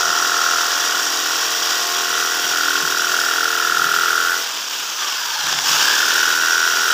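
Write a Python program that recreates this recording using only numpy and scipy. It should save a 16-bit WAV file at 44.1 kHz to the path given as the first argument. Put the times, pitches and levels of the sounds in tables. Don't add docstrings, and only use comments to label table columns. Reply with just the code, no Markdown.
import sys
import numpy as np
from scipy import signal
from scipy.fft import rfft, irfft, next_fast_len
from scipy.io import wavfile
from scipy.ndimage import uniform_filter1d, map_coordinates

SR = 44100
rng = np.random.default_rng(int(sys.argv[2]) if len(sys.argv) > 2 else 0)


def ratio(d):
    e = np.asarray(d, float) / 20
    return 10 ** e


def to_wav(sig):
    pcm = np.clip(np.atleast_2d(sig), -1, 1) * 32767
    pcm = np.round(pcm).astype(np.int16)
    wavfile.write(sys.argv[1], SR, pcm.T)


N = 305613

# time in seconds, effort in dB, vents turned towards the listener in dB.
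MOTOR_EFFORT = [(0.0, -21, 2.5), (1.68, -21, -1.5), (4.32, -23, -3), (4.67, -26.5, 0.5), (4.75, -24.5, -3),
                (4.98, -26.5, 0.5), (5.02, -23, -1.5), (5.21, -24.5, -0.5), (5.38, -24, -1.5),
                (5.48, -22.5, 0), (5.62, -23, 3), (5.69, -17, -3), (6.41, -20.5, -2), (6.93, -20.5, -2.5)]
# frequency in Hz, level in dB per Hz.
CASING = [(1120, -13), (1900, -18.5), (2130, -15.5), (2720, -7.5), (3290, -4.5), (4240, -12), (4710, -6),
          (5710, -4), (6230, -7.5), (6970, -7.5), (9140, -22.5), (11400, -22.5), (14300, -15), (15300, -14)]
# time in seconds, peak in dB.
SNAGS = [(5.318, -17), (5.4121, -17), (5.468, 2), (5.4945, -10), (5.526, 1), (5.5883, -0.5), (5.655, -4),
         (5.700, -21), (5.732, -15), (5.754, -16), (5.8023, -2), (5.832, -14), (5.861, -22), (5.876, -21),
         (5.890, -23)]
BITE_AT, RETURN_AT = .36, .8
RELEASE_S, SQUEEZE_S = 4.44, 5.621
JOLT_DB = 2.5


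def unit(x):
    return x / np.sqrt(np.mean(x ** 2) + 1e-20)


def along(points, hz):
    f, v = np.transpose(points)
    return np.interp(np.log(hz + 1), np.log(f + 1), v)


def curves(rows):
    s, *cols = np.transpose(rows)
    return [np.interp(np.arange(N) / SR, s, c) for c in cols]


def wobble(rate):
    knots = rng.standard_normal(int(N * rate / SR) + 9)
    return map_coordinates(knots, [np.arange(N) * rate / SR])


def filtered(x, response):
    m = next_fast_len(N + SR // 2)
    return irfft(rfft(x, m) * response(np.fft.rfftfreq(m, 1 / SR)), m)[:N]


def band(lo_hz, hi_hz, order=6):
    return lambda hz: 1 / np.sqrt((1 + (lo_hz / (hz + 1)) ** order) * (1 + (hz / hi_hz) ** order))


def noise(spectrum, beat, shape=np.ones_like):
    return unit(filtered(beat * rng.standard_normal(N), lambda hz: ratio(along(spectrum, hz)) * shape(hz)))


def hump(turn, centre, width, tail=1):
    off = (turn - centre + .5) % 1 - .5
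    return np.exp(-.5 * (off / np.where(off > 0, width * tail, width)) ** 2)


def trigger():
    # time in seconds, strokes per second.
    powered_speed = [(0.0, 41.595), (0.25, 41.492), (0.6, 41.554), (1.1, 41.328), (1.9, 41.404),
                     (2.37, 41.846), (2.7, 41.341), (3.7, 41.371), (4.0, 41.666), (4.35, 42.5),
                     (6.1, 41.698), (6.93, 41.86)]
    drag_s, friction, spin_up_s = 1.562, 9.045, .176
    slack_s = .06
    t = np.arange(N) / SR
    powered = curves(powered_speed)[0]

    def coast(s):
        return (np.interp(RELEASE_S, t, powered) + friction) * np.exp(-(s - RELEASE_S) / drag_s) - friction

    inrush = (t >= SQUEEZE_S) * np.exp(-np.abs(t - SQUEEZE_S) / spin_up_s)
    off = (t >= RELEASE_S) & (t < SQUEEZE_S)
    speed = np.where(off, coast(t), powered - (powered - coast(SQUEEZE_S)) * inrush)
    return speed, uniform_filter1d(1. * off, round(slack_s * SR) + 1), inrush


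def grip():
    speed, coasting, _ = trigger()
    return 3.4 * 20 * np.log10(speed / speed[0]) - 9.5 * coasting


def jolts():
    t, decay_s = np.arange(N) / SR, 0.017
    return sum(ratio(db + 2.5) * (t > s) * np.exp(-np.abs(t - s) / decay_s) for s, db in SNAGS)


def bite(turn, speed, chips):
    # time in seconds, bite in dB, bite ring in Hz,
    # return stroke against up-stroke in dB.
    feed = [(0, -23, 1400, -5), (.36, -19.5, 1370, -7), (1.25, -25, 1427, -18), (2.03, -28, 1440, -1.5),
            (2.2, -21, 1390, -8), (2.47, -25.5, 1470, -8), (2.55, -22.5, 1440, -5),
            (3.45, -18.5, 1420, -24), (3.85, -17, 1380, -10), (4.33, -20, 1440, -2.5),
            (4.55, -42, 1520, -0.5), (5.4, -23, 1490, 7), (5.72, -23.5, 1520, -16), (5.86, -20.5, 1645, 6),
            (5.965, -23.5, 1580, 5.5), (6.0, -16, 1450, -14), (6.54, -21.5, 1466, 2), (6.93, -17, 1420, -3)]
    clean_bite = 0.28
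    level_db, ring_hz, back_db = curves(feed)
    level_db = level_db + 1.1 * JOLT_DB * jolts()
    load_db = grip() + clean_bite * (level_db + 23.5)
    ring_hz = uniform_filter1d(ring_hz, size=4000)
    ringing = np.zeros(N)
    for centre, width, gain in [(BITE_AT, .055, 1), (RETURN_AT, .05, ratio(back_db))]:
        stroke = np.floor(turn - centre + .5).astype(int) + 1
        luck = rng.standard_normal((stroke[-1] + 1, 3))[stroke]
        since = ((turn - centre + .5) % 1 - .5) / speed
        phase = 2 * np.pi * ring_hz * (1 + .011 * luck[:, 0]) * since + .3 * luck[:, 1] + wobble(2)
        size = ratio(0.67 * luck[:, 2] + 1.9 * wobble(5.3))
        burst = hump(turn + 0.042 + 0.031 * wobble(9), centre, width, tail=1.85)
        ringing += gain * size * burst * np.sin(phase)
    ringing = unit(filtered(ringing, band(500, 30000)))
    beat = chips * (1.4 + hump(turn, BITE_AT, 0.16))
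    rub = noise([(900, -32.5), (1200, -15.0), (1430, 1.0), (1750, 1.5), (2000, -19), (2300, -27.5)], beat)
    return ratio(level_db) * (0.89 * ratio(load_db) * ringing + 0.38 * rub)


def sheet(turn):
    # multiple of the stroke rate, level in dB.
    harmonics = [(1, -46), (2, -37), (3, -31), (4, -24.5), (5, -22), (6, -20.5), (7, -6.5), (8, -10),
                 (9, -3), (10, -8.5), (11, -2.5), (12, -14), (13, -24.5), (14, -9.5), (15, -10), (16, -8.5),
                 (17, 3.5), (18, -11), (19, -5), (20, -26.5), (21, -5), (22, -13), (23, -31), (24, -48),
                 (25, -10), (26, 3.5), (27, -1), (28, 0), (29, -28), (30, -3)]
    sag_s, sag_takes_s, sag_db = 3.9, .15, {16: 9.1, 17: -8}
    bench_s, bench_long_s, bench_db, bench_order = 3.64, 0.36, -50.5, 4.4
    unsettled_db = -14
    t = np.arange(N) / SR
    low_db = -35.5 - 0.88 * np.abs(t - 3.14)
    high_db = -27.5 - 1.37 * t
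    sagged = np.clip((t - sag_s) / sag_takes_s, 0, 1)

    def line(k, db):
        level = ratio(db + sag_db.get(k, 0) * sagged + 2.4 * wobble(3.59))
        return level * np.sin(2 * np.pi * (k * turn + rng.random()) + 0.5 * wobble(5.5))

    low = unit(sum(line(k, db) for k, db in harmonics[3:13]))
    high = unit(sum(line(k, db) for k, db in harmonics[13:]))
    hum = ratio(low_db - 1.5) * low + ratio(high_db - 2.0) * high
    bench_swell = np.exp(-(2 * (t - bench_s) / bench_long_s - 1) ** 4)
    bench = ratio(bench_db) * bench_swell * np.sin(2 * np.pi * bench_order * turn)
    return ratio(grip() + unsettled_db * trigger()[2]) * hum + bench


def motor(turn, chips):
    # frequency in Hz, level in dB per Hz.
    dust_colour = [(110, -60), (180, -16), (467, -9.5), (544, -10.5), (721, -7.5), (915, -1), (1210, 1),
                   (1320, 0.5), (1520, 3), (2400, -16), (3120, -50), (5280, -120)]
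    # dB, growth with effort, share of the turn, change while coasting in dB.
    parts = [(-25.5, 1.06, -.5, 1.5),
             (-22.5, 1.16, .5, 0),
             (-30, 0.48, -.5, -3),
             (-34, 1.49, .3, 3.5)]
    effort_db, facing_db = curves(MOTOR_EFFORT)
    effort_db = effort_db + 21 + JOLT_DB * jolts()
    coasting = trigger()[1]
    rattle_db, scream_db, fan_db, dust_db = [
        db + grows * effort_db + share * facing_db + idle_db * coasting for db, grows, share, idle_db in parts]
    stroke = 1 - 0.85 * hump(turn, 0.99, 0.019)
    stroke += 0.088 * hump(turn, 0.41, 0.079) + 0.28 * hump(turn, RETURN_AT, 0.049)
    rattle = noise(CASING, stroke * chips * ratio(0.65 * wobble(150)), band(1360, 4330))
    scream = noise(CASING, stroke * chips ** 0.1 * ratio(1.82 * wobble(230)), band(4860, 6100))
    fan = noise(CASING, stroke ** 0.25 * chips ** 0.17 * ratio(2.4 * wobble(350)), band(10300, 10300))
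    air = noise(CASING, stroke ** .7 * chips ** .25 * ratio(1.6 * wobble(350)), band(13400, 30000))
    dust = noise(dust_colour, stroke * chips, band(690, 9000))
    dust += ratio(0.14 * grip() - 9.0) * noise(dust_colour, stroke * chips, band(275, 633))
    casing = ratio(rattle_db) * rattle + ratio(scream_db - 1.5) * scream
    return casing + ratio(fan_db - 1.5) * fan + ratio(fan_db - 1.0) * air + ratio(dust_db + 5.0) * dust


def whine(turn):
    # level in dB, phase blur in radians.
    tones = [
        [(-6, .8), (-6, .8), (-6, .8), (-6, .8)],
        [(1, 1.1), (-16, 1.2), (-8, 1.2), (-7, 1.2), (-4, 1.2), (-5, 1.2)],
        [(-35, .7), (-32, 2.3), (-33, 2.3), (-44, .7), (-45, .5)],
    ]
    mesh_orders, driven_orders = [44, 45, 46, 47], [92, 136, 138, 230, 331.2]
    commutator_orders = [220.8, 331.2, 441.6, 552, 662.4, 772.8]
    # dB under power, dB while coasting, growth with effort, dB added by the starting current.
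    mesh_level, commutator_level, driven_level = (-39, -36, 1, 3), (-46, -28, 1.2, 15), (0, -25, 0, -8)
    ripple = .0014
    emerge_s, sink_s = .55, .22
    strain_db, strain_order, strain_blur = -23, 92, 1.6
    loose_mesh_db = -7
    dulling_db_per_s = -1.3
    t = np.arange(N) / SR
    uneven = turn + ripple * (1 + 0.2 * wobble(25)) * np.sin(2 * np.pi * turn)

    def family(orders, rows, angle):
        return sum(ratio(db + 2.24 * wobble(13)) * np.sin(2 * np.pi * k * angle + blur * wobble(110))
                   for k, (db, blur) in zip(orders, rows))

    mesh = family(mesh_orders, tones[0], uneven)
    commutator = family(commutator_orders, tones[1], uneven)
    driven = family(driven_orders, tones[2], turn)
    _, coasting, inrush = trigger()
    gaining = 4 * np.abs(inrush * (1 - inrush))
    free = coasting * np.clip((t - RELEASE_S) / emerge_s, 0, 1)
    sinking = free * np.clip((SQUEEZE_S - t) / sink_s, 0, 1)
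    effort_db = curves(MOTOR_EFFORT)[0] + 21

    def level(settings, share, surge):
        on_db, off_db, grows, start_db = settings
        return on_db + (off_db - on_db) * share + grows * effort_db + start_db * surge

    mesh_db = level(mesh_level, sinking, gaining) + loose_mesh_db * coasting * (1 - sinking)
    commutator_db = level(commutator_level, free, gaining)
    driven_db = level(driven_level, coasting, np.sqrt(np.abs(inrush)))
    driven_db = driven_db + dulling_db_per_s * t * (np.arange(N) < RELEASE_S * SR + SR // 2)
    throb = 1 + 0.19 * np.cos(2 * np.pi * (turn - RETURN_AT))
    high = ratio(commutator_db + 2) * throb * commutator + ratio(driven_db + 3) * driven
    strain = ratio(strain_db + 3 * wobble(20)) * gaining ** .6 * (1 - inrush)
    high += strain * np.sin(2 * np.pi * strain_order * turn + strain_blur * wobble(110))
    coloured = filtered(high, lambda hz: ratio(.8 * along(CASING, np.clip(hz, 2600, 15000)) + 3))
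    return ratio(mesh_db + 6) * throb * mesh + coloured


def snags():
    # centre in Hz, width in Hz, level in dB.
    modes = [(1300, 700, 0), (3250, 1200, 0), (5600, 1800, -1), (13500, 4000, -15)]
    # frequency in Hz, gain in dB.
    dip = [(7000, -2), (10000, -11), (13000, -4)]
    blows, t = np.zeros(N + SR), np.arange(SR // 40) / SR
    for s, db in SNAGS:
        blows[round(s * SR):][:len(t)] += ratio(db - 60 * t / 0.0098) * rng.standard_normal(len(t))

    def ring(f):
        return sum((-1) ** k * ratio(db) * 1j * f * w / (c * c - f * f + 1j * f * w)
                   for k, (c, w, db) in enumerate(modes))

    return ratio(-2) * filtered(blows[:N], lambda f: ring(f) * ratio(along(dip, f)))


def ground():
    # frequency in Hz, level in dB per Hz.
    rumble = [(15, -54), (25, -36), (81, -19), (150, 2.5), (220, -6.5), (260, 1.5), (340, 9), (570, -120)]
    # start in seconds, length in seconds, bench shake in dB, wind in dB.
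    bumps = [(0.07, 0.041, -47, -69), (2.462, 0.042, -50.5, -71), (2.596, 0.034, -49, -79),
             (2.84, 0.072, -54, -67), (2.984, 0.21, -54.5, -72), (3.708, 0.162, -55, -79),
             (3.965, 0.03, -52, -74), (4.21, 0.032, -52, -72), (5.423, 0.076, -40.5, -66),
             (5.567, 0.26, -42, -53), (6.298, 0.114, -53, -73)]
    calm_shake_db, calm_wind_db, edge_s = -64, -76, 0.027
    t = np.arange(N) / SR

    def lump(s, long):
        outside = np.clip(np.abs(t - s - long / 2) - long / 2, 0, 9)
        return np.exp(-(outside / edge_s) ** 2)

    shaking = ratio(calm_shake_db + 2.7 * wobble(3.07))
    shaking += sum(ratio(db - 1.5) * lump(s, long) for s, long, db, _ in bumps)
    puffs = ratio(calm_wind_db + 7.4 * wobble(2.98))
    puffs += sum(ratio(db) * lump(s, long) for s, long, _, db in bumps)
    shake = noise(rumble, ratio(4.6 * wobble(13)), band(96, 186))
    wind = noise(rumble, ratio(7 * wobble(11)), band(45, 94))
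    return shaking * shake + puffs * wind


def scene():
    speed = trigger()[0]
    turn = np.cumsum(speed) / SR
    chips = ratio(0.53 * wobble(260) + 0.44 * wobble(45) + 0.36 * wobble(9))
    saw = bite(turn, speed, chips) + sheet(turn) + motor(turn, chips) + whine(turn)
    return (saw + snags() + ground())[None]


def top_cut(x):
    return signal.sosfilt(signal.butter(12, 16830, fs=SR, output="sos"), x)


def record(dry):
    top_hz = 15510
    mix = filtered(dry[0], lambda hz: hz < top_hz)[None]
    return top_cut(mix)


dry = scene()
out = record(dry)
to_wav(out)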